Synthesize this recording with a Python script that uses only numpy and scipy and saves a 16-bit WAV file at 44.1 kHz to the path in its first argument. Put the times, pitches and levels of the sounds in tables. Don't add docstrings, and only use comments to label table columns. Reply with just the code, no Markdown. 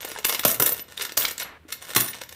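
import sys
import numpy as np
from scipy import signal
from scipy.io import wavfile

SR = 44100
rng = np.random.default_rng(int(sys.argv[2]) if len(sys.argv) > 2 else 0)


def write(x):
    x = np.atleast_2d(x).T
    wavfile.write(sys.argv[1], SR, np.round(np.clip(x, -1, 1) * 32767).astype(np.int16))


N = 103635

# start_s, clack_peak_db, knock_db, jingle_db
COIN_BLOWS = [(0.048, -19.5, -33, -33), (0.0872, -54, -45, -37), (0.1149, -18, -38.5, -39),
              (0.1873, -20.5, -38, -36), (0.247, -3.5, -26, -17.5), (0.2684, -26, -58, -23),
              (0.2856, -39, -34.5, -27), (0.2949, -9.5, -31.5, -23), (0.3246, -9.5, -34, -38),
              (0.347, -7, -30, -30), (0.3946, -12.5, -36, -24.5), (0.4355, -13, -43, -37),
              (0.45, -1, -13, -12), (0.4801, -15.5, -52, -14.5), (0.5104, -17.5, -44, -16),
              (0.599, -10, -26, -13.5), (0.622, -12, -26, -10.5), (0.6619, -10.5, -38.5, -13),
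              (0.6916, -25.5, -31, -18), (0.7205, -23, -37, -28), (0.7954, -20.5, -42, -40.5),
              (0.9748, -24.5, -58, -38), (1.0116, -10.5, -42, -48), (1.0206, -17.5, -62, -26),
              (1.0518, -16, -45, -33.5), (1.095, -20, -48, -50), (1.1216, -25, -39.5, -39.5),
              (1.1728, -6, -27.5, -14.5), (1.1761, -13, -29, -16.5), (1.197, -28, -42, -22),
              (1.2393, -25, -39.5, -51), (1.2507, -6.5, -40, -35), (1.2834, -16.5, -48, -31),
              (1.31, -20.5, -38, -29.5), (1.3805, -20, -51, -40), (1.3979, -15.5, -53, -31.5),
              (1.4212, -17.5, -44.5, -56), (1.7249, -14, -50.5, -28), (1.951, -12.5, -38.5, -25),
              (1.9621, 1, -21, -11.5), (2.0046, -10, -47, -13.5), (2.082, -17.5, -59, -34),
              (2.1333, -22, -73, -53), (2.2151, -18.5, -40, -42), (2.2356, -27.5, -54, -42.5),
              (2.2915, -27.5, -58, -42.5), (2.3258, -28, -46.5, -42)]
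PILE_LOW_HZ, PILE_TOP_HZ = 11530, 15270
GRAZE_S = 0.002


def falling_coins(part_count=6):
    parts = np.zeros((part_count, N))
    for k, (start_s, *levels_db) in enumerate(COIN_BLOWS):
        add(parts[k % part_count], start_s - 3 * GRAZE_S, blow(*levels_db))
    return sum(part + pile(part) for part in parts)


def blow(peak_db, knock_db, jingle_db, size=4096, chatter_s=0.0056, chatter_per_s=1500):
    # freq_hz, gain_db
    blow_colour = [(30, -25), (100, -13.5), (250, 0.5), (450, 4.5), (900, -1), (1500, -1.5), (3500, -2.5),
                   (5000, -2), (8000, -3.5), (10500, -4.5), (13000, -3), (15000, -10), (16000, -4)]
    knock_hz, jingle_hz = 725, 11600
    t = np.arange(size) / SR
    landed_s = t - 3 * GRAZE_S
    graze_db = min(-16 - 1.1 * peak_db, 0)
    graze = amp(graze_db) * np.exp(-abs(landed_s) / GRAZE_S)
    chatter = np.exp(-(landed_s / chatter_s) ** 2)
    force = np.where(landed_s > 0, chatter, graze)
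    contacts = force * rng.standard_normal(size) * (rng.random(size) < chatter_per_s / SR)
    contacts[np.argmax(landed_s > 0)] = 1
    stack = np.exp(-t / 0.0007) + 0.18 * decay(t, t60_s=0.018)
    energy = abs(signal.fftconvolve(contacts ** 2, stack ** 2)[:size])
    clack = unit_rms(np.sqrt(energy) * rng.standard_normal(size))
    clack_db = peak_db - 14
    bands = [(knock_hz, knock_db), (1770, clack_db), (4200, clack_db), (jingle_hz, jingle_db)]
    tint_hz = np.geomspace(knock_hz / 2, jingle_hz, 20)
    tint_db = 1.6 * rng.standard_normal(len(tint_hz))
    return amp(-3.5) * colour(clack, bands, blow_colour, np.transpose([tint_hz, tint_db]))


def pile(drive, count=70):
    t = np.arange(SR // 5) / SR
    spread = (np.arange(count)[:, None] + rng.random((count, 1))) / count
    pitch_hz = PILE_LOW_HZ + (PILE_TOP_HZ - PILE_LOW_HZ) * spread
    t60_s = 0.095 * np.exp(0.33 * rng.standard_normal((count, 1)))
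    ring = (rng.choice([-1, 1], (count, 1)) * decay(t, t60_s) * sine(t, pitch_hz)).sum(0)
    return 0.2413 * signal.fftconvolve(drive, ring / np.linalg.norm(ring))[:N]


def sliding_coins(slips_per_s=900, slip_s=0.00083, spread_db=5, sag_db=-12.5):
    # start_s, length_s, scrape_db, treble_db
    slides = [(0, 0.24, -42.5, -56), (0.266, 0.13, -37.5, -29), (0.47, 0.096, -35, -23),
              (0.61, 0.19, -37.5, -29.5), (0.874, 0.6, -53.5, -56), (0.99, 0.095, -40.5, -44),
              (1.187, 0.13, -37.5, -28.5), (1.396, 0.041, -34, -32), (1.678, 0.072, -45.5, -46),
              (1.734, 0.088, -59, -72), (1.807, 0.16, -44.5, -42.5), (1.884, 0.057, -39, -36),
              (1.955, 0.17, -41, -31), (2.13, 0.087, -47, -48.5), (2.304, 0.17, -49, -51)]
    # freq_hz, gain_db
    slide_colour = [(60, -18), (280, -9), (480, 4.5), (800, -5), (1500, 2), (3700, 1.5), (5000, -1),
                    (8000, -4), (11000, -3.5), (14500, 0), (16000, -14)]
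    slipping = rng.random(N) < slips_per_s / SR
    slips = slipping * amp(spread_db * np.minimum(rng.exponential(1, N), 4))
    energy = signal.lfilter([1], [1, -np.exp(-1 / (slip_s * SR))], slips ** 2)
    grains = unit_rms(np.sqrt(energy) * rng.standard_normal(N) * lurch())
    scrape = colour(grains, slide_colour, [(5000, 2), (9000, 4), (12000, -40)])
    scrape *= sum(stroke(start_s, length_s, db, sag_db) for start_s, length_s, db, _ in slides)
    treble = colour(grains, slide_colour, [(3000, -39.5), (7000, -2), (11000, -2.5)])
    treble *= sum(stroke(start_s, length_s, db, sag_db) for start_s, length_s, _, db in slides)
    return amp(1) * (scrape + treble + pile(treble))


def lurch(depth_db=1.5, step_s=0.012):
    knots = rng.standard_normal(1000)
    return amp(depth_db * np.interp(np.arange(N) / SR / step_s, np.arange(len(knots)), knots))


def stroke(start_s, length_s, level_db, sag_db, ramp_s=0.01):
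    t = np.arange(N) / SR - start_s
    rise = np.clip(t / ramp_s, 0, 1) ** 2
    fall = np.clip((length_s - t) / ramp_s + 0.5, 0, 1)
    progress = np.clip(t / length_s, 0, 1)
    return rise * fall * amp(level_db + sag_db * (progress - 0.5))


def can(drive):
    modes_hz = [1086, 1481, 1846, 2223, 2976, 3730, 4172, 5970]
    t = np.arange(SR // 10) / SR
    fade = decay(t, t60_s=0.026)
    ring = sum(sine(t, hz) for hz in modes_hz) * fade * 2 / fade.sum()
    return amp(1) * signal.fftconvolve(drive, ring)[:N]


def clanks():
    # start_s, pitch_hz, level_db
    wall_hits = [(0.161, 950, -27), (0.162, 1680, -24), (0.251, 3480, -19.5), (0.397, 2240, -21),
                 (0.396, 3800, -16.5), (0.436, 1345, -21.5), (0.977, 3680, -17), (1.011, 3580, -32),
                 (1.223, 3370, -18), (1.249, 1365, -18.5), (1.251, 2280, -16), (1.253, 3150, -14),
                 (1.38, 7750, -17.5), (1.652, 311, -40.5), (1.726, 4160, -21), (2.218, 507, -35)]
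    out, t = np.zeros(N), np.arange(SR // 10) / SR
    for start_s, pitch_hz, level_db in wall_hits:
        neighbours = sine(t, pitch_hz * rng.uniform(0.92, 1.0, (4, 1))).mean(0)
        t60_s = 0.021 * np.sqrt(2000 / pitch_hz)
        add(out, start_s, amp(level_db) * decay(t, t60_s) * (sine(t, pitch_hz) + neighbours) / 2)
    return out


def boards(rise_s=0.00018):
    # start_s, gain_db
    thumps = [(0.451, -23.5), (0.6, -25.5), (1.174, -36.5), (1.963, -21)]
    # pitch_hz, gain_db, t60_s
    board_modes = [(117.4, -12.5, 0.43), (198.4, -22, 0.28), (391.4, -1, 0.07), (955, 3, 0.037),
                   (1386, -4, 0.08)]
    # freq_hz, gain_db
    thud_colour = [(30, -28), (120, 7.5), (330, 3.5), (700, 3), (1200, 5.5), (3000, -6.5), (9000, -63)]
    out, t = np.zeros(N), np.arange(SR // 2) / SR
    for start_s, gain_db in thumps:
        modes = sum(amp(db) * decay(t, t60_s) * np.sin(2 * np.pi * (hz * t + rng.random()))
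                    for hz, db, t60_s in board_modes)
        burst = rng.standard_normal(len(t)) * decay(t, t60_s=0.036)
        thud = amp(14.5) * colour(burst, thud_colour)
        add(out, start_s, amp(gain_db) * (modes + thud) * (1 - np.exp(-t / rise_s)))
    return out


def tinkles(count=12, mean_delay_s=0.021):
    out, t = np.zeros(N), np.arange(SR // 10) / SR
    for start_s, _, _, jingle_db in COIN_BLOWS:
        for wait, spread in rng.random((count, 2)):
            pitch_hz = PILE_LOW_HZ + (PILE_TOP_HZ - PILE_LOW_HZ) * spread
            delay_s = -mean_delay_s * np.log(1 - wait)
            gain = amp(jingle_db - 10.5) * np.sqrt(1 - wait)
            add(out, start_s + delay_s, gain * decay(t, t60_s=0.06) * sine(t, pitch_hz))
    return out


def ringing_coins(rise_s=0.0015, fade_db_per_s=144, stop_s=0.0023, tremble_s=0.005):
    # start_s, pitch_hz, level_db, length_s
    rings = [(0.011, 13200, -37, .01), (0.087, 10230, -49, .14), (0.087, 11165, -47, .12),
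             (0.251, 12209, -28, .055), (0.451, 13471, -26, .03), (0.721, 13501, -24, .018),
             (0.802, 12010, -37, .028), (1.173, 14818, -25, .08), (1.428, 11553, -33, .008),
             (1.962, 9440, -26, .155), (2.004, 14950, -25, .02), (2.082, 9440, -40, .038),
             (2.079, 14830, -36, .03)]
    out, t = np.zeros(N), np.arange(SR // 2) / SR
    knots_s = np.arange(0, 1, tremble_s)
    for start_s, pitch_hz, level_db, length_s in rings:
        jitter = rng.standard_normal((1024, 2)) @ [1, 1j]
        tremble = np.interp(t, knots_s, jitter[:len(knots_s)])
        tone = ((1 + tremble) * np.exp(2j * np.pi * pitch_hz * t)).imag
        envelope = amp(level_db - fade_db_per_s * t) * np.minimum(t / rise_s, 1)
        stop = np.exp(-np.maximum(t - length_s, 0) / stop_s)
        add(out, start_s, envelope * stop * tone)
    return out


def rub():
    # start_s, length_s, level_db
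    shift = (1.439, 0.14, -45.5)
    # freq_hz, gain_db
    rub_colour = [(100, -10), (500, -5), (1200, -0.5), (2200, -2), (4000, -17.5), (6500, -46)]
    return unit_rms(colour(rng.standard_normal(N), rub_colour)) * stroke(*shift, sag_db=-10.5)


def room(source, wall_count=8, walls_db=-15.5, tail_db=-9.5, build_s=0.0024):
    # freq_hz, t60_s
    room_t60 = [(100, 0.51), (500, 0.41), (2000, 0.36), (6000, 0.28), (14000, 0.16)]
    hz, t, noise = signal.stft(rng.standard_normal(SR * 3 // 4), SR, nperseg=256)
    envelope = decay(t, lookup(room_t60, hz)[:, None]) * (1 - np.exp(-t / build_s))
    response = signal.istft(noise * envelope, SR, nperseg=256)[1]
    response *= amp(tail_db) / np.linalg.norm(response)
    wall_taps = (rng.uniform(0.002, 0.022, wall_count) * SR).astype(int)
    response[wall_taps] += amp(walls_db) * rng.choice([-1, 1], wall_count) / np.sqrt(wall_count)
    return signal.fftconvolve(source, response)[:N]


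def rumble(level_db=-57):
    # freq_hz, gain_db
    rumble_colour = [(20, -30), (45, -29), (70, 3), (130, -6.5), (300, -10.5), (700, -18.5), (2000, -18),
                     (6000, -37)]
    return amp(level_db) * unit_rms(colour(rng.standard_normal(N), rumble_colour))


def amp(db):
    return 10 ** (np.asarray(db) / 20)


def unit_rms(x):
    return x / np.sqrt(np.mean(x ** 2) + 1e-20)


def sine(t, hz):
    return np.sin(2 * np.pi * hz * t)


def decay(t, t60_s):
    return np.exp(-np.log(1000) * t / t60_s)


def lookup(table, hz):
    freq_hz, value = np.transpose(table)
    return np.interp(np.log(hz + 1), np.log(freq_hz + 1), value)


def add(mix, start_s, sound):
    part = mix[max(round(start_s * SR), 0):][:len(sound)]
    part += sound[:len(part)]


def colour(x, *tables, size=2048):
    hz = abs(np.fft.fftfreq(size, 1 / SR))
    log_gain = np.log(amp(sum(lookup(table, hz) for table in tables)))
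    taps = np.fft.ifft(np.exp(np.conj(signal.hilbert(log_gain)))).real
    return signal.fftconvolve(x, taps)[:len(x)]


def scene(sway_hz=5):
    coins = falling_coins() + sliding_coins()
    direct = coins + can(coins) + tinkles() + ringing_coins() + boards() + clanks()
    background = rumble()
    sway_rad = 2 * np.pi * sway_hz * np.arange(N) / SR
    echo = room(direct * np.sin(sway_rad)) + room(direct * np.cos(sway_rad))
    return (direct + echo + rub() + background)[None]


def record(dry, ceiling=0.6, cutoff_hz=15600):
    clipped = ceiling * np.tanh(dry / ceiling)
    low_pass = signal.firwin(255, cutoff_hz, window=("kaiser", 8), fs=SR)
    return signal.oaconvolve(clipped, low_pass[None], "same")


dry = scene()
out = record(dry)
write(out)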